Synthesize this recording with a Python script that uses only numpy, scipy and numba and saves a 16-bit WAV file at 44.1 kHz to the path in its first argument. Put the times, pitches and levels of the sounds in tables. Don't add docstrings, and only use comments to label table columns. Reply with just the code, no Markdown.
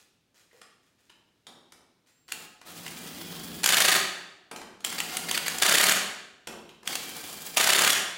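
import sys
import numpy as np
from scipy import signal
from scipy.fft import rfft, irfft
from scipy.io import wavfile
from scipy.ndimage import uniform_filter1d
from numba import njit

SR = 44100
rng = np.random.default_rng(int(sys.argv[2]) if len(sys.argv) > 2 else 0)


def generate_wav(sig):
    pcm = np.round(np.clip(np.atleast_2d(sig).T, -1, 1) * 32767).astype(np.int16)
    wavfile.write(sys.argv[1], SR, pcm)


N = 360297
T = np.arange(N) / SR

# (start [s], level [dB], fade [s])
GLOVE_STROKES = [(-.02, -52, 0.026), (0.341, -53.5, 0.09), (.52, -60, .08), (.82, -61, .06),
                 (.98, -63, 0.074), (2.06, -59.5, .05), (2.28, -44.5, 0.033), (6.849, -40, 0.018)]
# (time [s], pitch [Hz], level [dB], sharpness [Q], fade [s])
GLANCING_TOUCHES = [(0.512, 1940, -60, 8, .006), (0.531, 490, -60.5, 8.8, 0.037),
                    (1.096, 3040, -55, 5.1, .006), (1.468, 3680, -51.5, 16, 0.02),
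                    (6.691, 2660, -47, 2.2, .005)]
# (time [s], level [dB], extra treble [dB], extra thud [dB])
WHEEL_KNOCKS = [(0.615, -44.5, -4.5, -21), (1.099, -48, -9.5, -14), (1.468, -52, 4.5, 6.5),
                (1.721, -49, 1, -4.5), (2.614, -41.5, -11, -19), (4.513, -33, -7, -2),
                (4.561, -40, 1.5, -9.5), (4.615, -36, -13.5, -16), (4.805, -47, -4, -5), (6.472, -35, 1, 1),
                (6.83, -47.5, -6, 3)]
# (pitch [Hz], level [dB])
WHISTLE_TONES = [(7430, -86), (14980, -93)]
# (time [s], level [dB], extra treble [dB], sticking before it [s])
SOCKET_CLACKS = [(2.287, -33.5, -22, 0.0074), (2.321, -20, -1.5, 0.0025), (2.864, -21, -11, 0.0012),
                 (2.879, -24.5, -9, .012), (4.847, -15, -2.5, 0.0043), (4.926, -20, -7, 0.0053),
                 (5.002, -11.5, -8, .022), (5.169, -16.5, 0, 0.00084), (5.312, -11, -5, 0.028),
                 (5.376, -9.5, -7.5, 0.035), (5.481, -11.5, -6, 0.022), (5.584, -27, 7, 0),
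                 (6.875, -16, -2.5, 0), (6.928, -20.5, -7, 0.0078), (6.954, -17.5, -1, 0.028)]
# (start [s], stop [s], first speed [turns/s], target speed [turns/s],
# gears [dB], hiss [dB], thread rumble [dB], change of friction over the pull [dB])
TRIGGER_PULLS = [(2.32, 2.46, 110, 80.6, -49, -48.5, -63, 1),
                 (2.651, 3.63, 74.64, 244.5, -42.5, -43.5, -40.5, -1),
                 (4.85, 5.61, 172, 184.3, -38, -39, -47, 0), (6.87, 7.56, 190, 203, -39.5, -40.5, -49, -6)]
# (pitch [Hz], wander [Hz], level [dB])
SINGING_TONES = [(3250, 110, -58), (5370, 90, -63.5), (10800, 220, -64), (14800, 300, -56)]
# (time [s], level [dB])
FIRST_CATCHES = [(3.633, -25.5), (3.641, -16.5), (3.66, -12), (3.69, -12), (5.622, -14.5), (7.571, -14)]
# (first blow [s], last blow [s], blows [count], blow level [dB],
# chatter level [dB], stray contact compared with its blow [dB], spread of stray contacts [s])
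HAMMER_BURSTS = [(3.704, 3.964, 8, -13, -21, -0.5, .026), (5.632, 5.921, 11, -11, -22.5, -11, .006),
                 (7.579, 7.93, 13, -11.5, -24.5, -12, 0.0035)]

# (pitch [Hz], width [Hz], boost [dB])
SOCKET_RING = [(3047, 830, 5.5), (6940, 980, 4.5), (10670, 650, 4)]
WHEEL_RING = [(175, 36, 8.1), (369, 53, 7.3), (628, 79, 8.6), (735, 85, 8.1), (1241, 52, 10.3),
              (1690, 460, 2.6), (3594, 260, 8.8), (4530, 670, 9.4)]
GEARBOX_RING = [(745, 87, 5.9), (3270, 230, 3), (4720, 240, 3.3), (7100, 460, 1.8), (10800, 440, 2),
                (15000, 1200, 2.2)]
RIM_RING = [(318, 260, 2.4), (474, 95, 1)]
# (frequency [Hz], level [dB])
RUB_BALANCE = [(100, -7), (500, 3), (900, 0.5), (1550, 5.5), (7000, 2), (16000, -9)]
SHOP_BALANCE = [(15, -46), (25, -19.5), (92, 0), (285, -1), (988, -14.5), (3920, -15), (16000, -29.5)]
KNOCK_BALANCE = [(100, -15), (1500, 1.5), (3000, -0.5), (10000, -6.5), (16000, -22.5)]
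THUD_BALANCE = [(40, -25), (100, -11), (200, 1), (1200, -4), (3000, -32)]
CLACK_BALANCE = [(80, -32), (500, -8.5), (1600, 1), (3000, 2), (5500, -3.5), (8500, 1), (12500, -6.5),
                 (16000, -9)]
GEAR_BALANCE = [(80, -23), (400, 1.5), (4500, -0.5), (7000, -8), (12000, -19)]
HISS_BALANCE = [(2000, -16), (5000, -3.5), (8000, -0.5), (10000, -1.5), (12500, -4.5), (16000, -2)]
RUMBLE_BALANCE = [(25, -37), (60, -10.5), (120, -10.5), (168, 3.5), (450, -6), (2000, -41.5)]
BLOW_BALANCE = [(60, -26.5), (200, -11.5), (1600, 3), (3000, -1), (5500, -2), (9000, -2.5), (12500, -7),
                (16000, -11)]
CHATTER_BALANCE = [(40, -36.5), (200, -6), (1000, -6.5), (1800, 3), (3000, -2), (5500, -9.5), (8000, -5.5),
                   (12500, -12), (16000, -11)]
# (frequency [Hz], time to fade by 60 dB [s])
ECHO_TIMES = [(100, 1.05), (700, 0.85), (4000, .76), (9000, 0.56), (14000, 0.42)]


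def undb(db):
    return 10 ** (np.asarray(db) / 20)


def unit(x):
    return x / np.sqrt(np.mean(x ** 2))


def along(hz, points):
    f, value = np.transpose(points)
    return np.interp(np.log(hz + 1), np.log(f), value)


def colour(x, balance, rings=(), size=8192):
    hz = np.fft.rfftfreq(size, 1 / SR)
    gain = undb(along(hz, balance))
    for f, width, db in rings:
        gain = gain * undb(db / (1 + (2 * (hz - f) / width) ** 2))
    cepstrum = irfft(np.log(unit(gain)))
    cepstrum[1:size // 2] *= 2
    cepstrum[size // 2 + 1:] = 0
    response = irfft(np.exp(rfft(cepstrum)))[:size // 2]
    return signal.oaconvolve(x, response)[:N]


def walk(rate):
    knots = rng.standard_normal(4000)
    return 1.184 * np.interp(T * rate, np.arange(len(knots)), knots)


def grit(spread_db):
    sizes = np.repeat(rng.standard_normal(N // 32 + 1), 32)[:N]
    return unit(rng.standard_normal(N) * undb(spread_db * sizes))


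def strikes(times, dbs, hold_s, fade_s):
    power, t = np.zeros(N + SR), np.arange(SR // 5) / SR
    shape = np.exp(-np.maximum(t - hold_s, 0) / fade_s)
    for s, db in zip(times, dbs):
        i = int(s * SR)
        power[i:i + len(t)] += (undb(db) * shape) ** 2
    return np.sqrt(power[:N])


def swells(rows):
    power = np.zeros(N + SR)
    for s, db, length in rows:
        i, n = int(s * SR), int(length * SR) + 2
        power[i:i + n] += undb(db) ** 2 * signal.windows.tukey(n, 2 / 3)
    return np.sqrt(power[:N])


def contacts(s, db, treble_db, hold_s, fade_s, split_hz=1300):
    noise = rng.standard_normal(N)
    low = signal.sosfilt(signal.butter(1, split_hz, fs=SR, output="sos"), noise)
    high = noise - low
    return low * strikes(s, db, hold_s, fade_s) + high * strikes(s, db + treble_db, hold_s, fade_s)


def tone(hz, wander_hz, rate):
    return np.sqrt(2) * np.sin(2 * np.pi * np.cumsum(hz + wander_hz * walk(rate)) / SR)


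def rubs(attack_s=0.013):
    strokes = np.zeros(N)
    for s, db, fade_s in GLOVE_STROKES:
        rise = np.clip((T - s) / attack_s, 0, 1)
        fall = np.exp(-np.maximum(T - s - attack_s, 0) / fade_s)
        strokes += undb(db) * rise * fall
    return strokes * undb(2 * walk(45.8) - 7.5) * colour(grit(spread_db=5), RUB_BALANCE)


def shop_air():
    return undb(-72.5 + .5 * walk(1.5)) * colour(rng.standard_normal(N), SHOP_BALANCE)


def pings():
    clinks = np.zeros(N)
    for s, hz, db, sharpness, fade_s in GLANCING_TOUCHES:
        ring = unit(signal.lfilter(*signal.iirpeak(hz, sharpness, SR), rng.standard_normal(N)))
        clinks += strikes([s], [db], hold_s=0.0018, fade_s=fade_s) * ring
    return undb(0.5) * clinks


def knocks():
    s, db, treble_db, thud_db = np.transpose(WHEEL_KNOCKS)
    tick = colour(contacts(s, db, treble_db, hold_s=0.0042, fade_s=0.0015), KNOCK_BALANCE, RIM_RING)
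    shake = strikes(s, db + thud_db, hold_s=0.0013, fade_s=0.094) * rng.standard_normal(N)
    thud = colour(shake, THUD_BALANCE, RIM_RING)
    return undb(1) * tick + undb(-10.5) * thud


def whistle(start_s=2.07, length_s=0.3):
    tones = sum(undb(db) * tone(hz, wander_hz=25, rate=140) for hz, db in WHISTLE_TONES)
    return swells([(start_s, 11, length_s)]) * tones


def judders(share_of_sticking=0.58):
    bursts = [(s - stick_s, db - 15, share_of_sticking * stick_s)
              for s, db, _, stick_s in SOCKET_CLACKS if stick_s > 0]
    clinks = swells(bursts) * grit(spread_db=1.5)
    return undb(-2) * colour(clinks, CHATTER_BALANCE, rings=[(4590, 600, 13.8)])


def clacks():
    s, db, treble_db, _ = np.transpose(SOCKET_CLACKS)
    snaps = contacts(s, db, treble_db, hold_s=0.0016, fade_s=0.0025)
    return undb(-3.5) * colour(snaps, CLACK_BALANCE, SOCKET_RING)


def drive(ease_s=0.57):
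    speed, gains = np.zeros(N), np.zeros((3, N))
    for start, stop, first, target, gear_db, hiss_db, rumble_db, change_db in TRIGGER_PULLS:
        held = (T > start) & (T < stop)
        age = T[held] - start
        speed[held] = target + (first - target) * np.exp(-age / ease_s)
        doublings = np.log2(speed[held] / target)
        friction_db = change_db * age / (stop - start)
        gains[:, held] = undb([gear_db + 3.5 * doublings + friction_db,
                               hiss_db + 2.5 * doublings,
                               rumble_db + 9.5 * doublings + friction_db])
    return speed, uniform_filter1d(gains, SR // 100)


def motor(gear_ratio=8.3):
    speed, (gear_gain, hiss_gain, rumble_gain) = drive()
    angle = 2 * np.pi * np.cumsum(speed * (1 + 0.0054 * walk(40))) / SR
    socket_turn = undb(2.2 * np.sin(angle / gear_ratio))
    wobble = socket_turn * undb(2.03 * walk(70) + 0.6 * np.sin(angle))
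    grind = colour(grit(spread_db=3.5) * wobble, GEAR_BALANCE, GEARBOX_RING)
    hiss = colour(grit(spread_db=4) * wobble, HISS_BALANCE, GEARBOX_RING)
    whine = undb(-12) * sum(np.sin(k * angle) * undb(3 * walk(20)) for k in (8, 12, 16))
    rumble = colour(rng.standard_normal(N), RUMBLE_BALANCE)
    hum = undb(-10) * np.sin(angle) * undb(2 * walk(18))
    gearbox = gear_gain * (grind + whine) + hiss_gain * hiss
    return undb(-4) * gearbox + undb(-3.5) * rumble_gain * (rumble + hum)


def singing(start_s=3.02, length_s=.62):
    tones = sum(undb(db + 2 * walk(30)) * tone(hz, wander, rate=560) for hz, wander, db in SINGING_TONES)
    return swells([(start_s, 0, length_s)]) ** .25 * tones


def blows(quickening=.09, tighten_s=0.11, release_s=.03, scatter_db=2, stray_lead_s=.007):
    rows = []
    for first, last, count, blow_db, chatter_db, stray_db, spread_s in HAMMER_BURSTS:
        progress = np.linspace(0, 1, count)
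        s = first + (last - first) * (progress + quickening * progress * (1 - progress))
        slack = np.exp(-(s - first) / tighten_s)
        release_db = -2.5 * np.exp(-(last - s) / release_s)
        chance_db = scatter_db * rng.standard_normal((len(s), 2))
        blow = blow_db - 6 * slack + release_db + chance_db[:, 0]
        rattle = chatter_db - 6.5 * slack + release_db + chance_db[:, 1]
        stray_s = s - stray_lead_s - spread_s * rng.random(len(s))
        rows += list(np.column_stack([s, blow, rattle, stray_s, blow + stray_db]))
    return np.array(rows)


def hammer():
    s, db, _, stray_s, stray_db = blows().T
    catch_s, catch_db = np.transpose(FIRST_CATCHES)
    force = strikes(np.r_[s, stray_s, catch_s], np.r_[db, stray_db, catch_db],
                    hold_s=0.002, fade_s=0.0036)
    return undb(1) * colour(force * rng.standard_normal(N), BLOW_BALANCE, SOCKET_RING)


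def chatter(lead_s=.0165, length_s=.021):
    bursts = [(s - lead_s, db, length_s) for s, _, db, _, _ in blows()]
    return undb(6) * colour(swells(bursts) * grit(spread_db=1), CHATTER_BALANCE, WHEEL_RING)


def room(x, early_db=-2):
    t = np.arange(SR * 5 // 4) / SR
    hz, frame_s, cells = signal.stft(rng.standard_normal(len(t)), SR, nperseg=256)
    fade = np.exp(-np.log(1000) * frame_s / along(hz, ECHO_TIMES)[:, None])
    wash = signal.istft(cells * fade, SR)[1][:len(t)]
    build_up = 1 - np.exp(-t / 0.0047)
    early_boost = 1 + undb(early_db) * np.exp(-t / 0.013)
    echo = wash * build_up * early_boost
    return signal.oaconvolve(x, echo / np.sqrt(np.sum(echo ** 2)))[:N]


@njit
def follow(x, attack_s, release_s):
    out, level = np.empty(len(x)), 0.
    for i in range(len(x)):
        lag_s = attack_s if abs(x[i]) > level else release_s
        level += (abs(x[i]) - level) / (SR * lag_s)
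        out[i] = level
    return out


def scene():
    # (sound, echo level [dB])
    sources = [(hammer(), -4.5), (chatter(), -6), (clacks(), -5), (knocks() + pings() + rubs(), 1),
               (motor() + singing() + judders(), -3), (whistle(), -12)]
    work = sum(sound + room(sound * undb(echo_db)) for sound, echo_db in sources)
    return (work + shop_air())[None]


def record(dry, limit_db=-13, ceiling=.48, top_hz=15900):
    level = follow(dry[0], attack_s=0.00096, release_s=0.054)
    gain = np.minimum(1, undb(limit_db) / (level + 1e-9))
    rounded = ceiling * np.tanh(gain * dry[0] / ceiling)
    treble_cut = signal.ellip(10, .2, 70, top_hz, fs=SR, output="sos")
    return signal.sosfilt(treble_cut, rounded)[None]


dry = scene()
out = record(dry)
generate_wav(out)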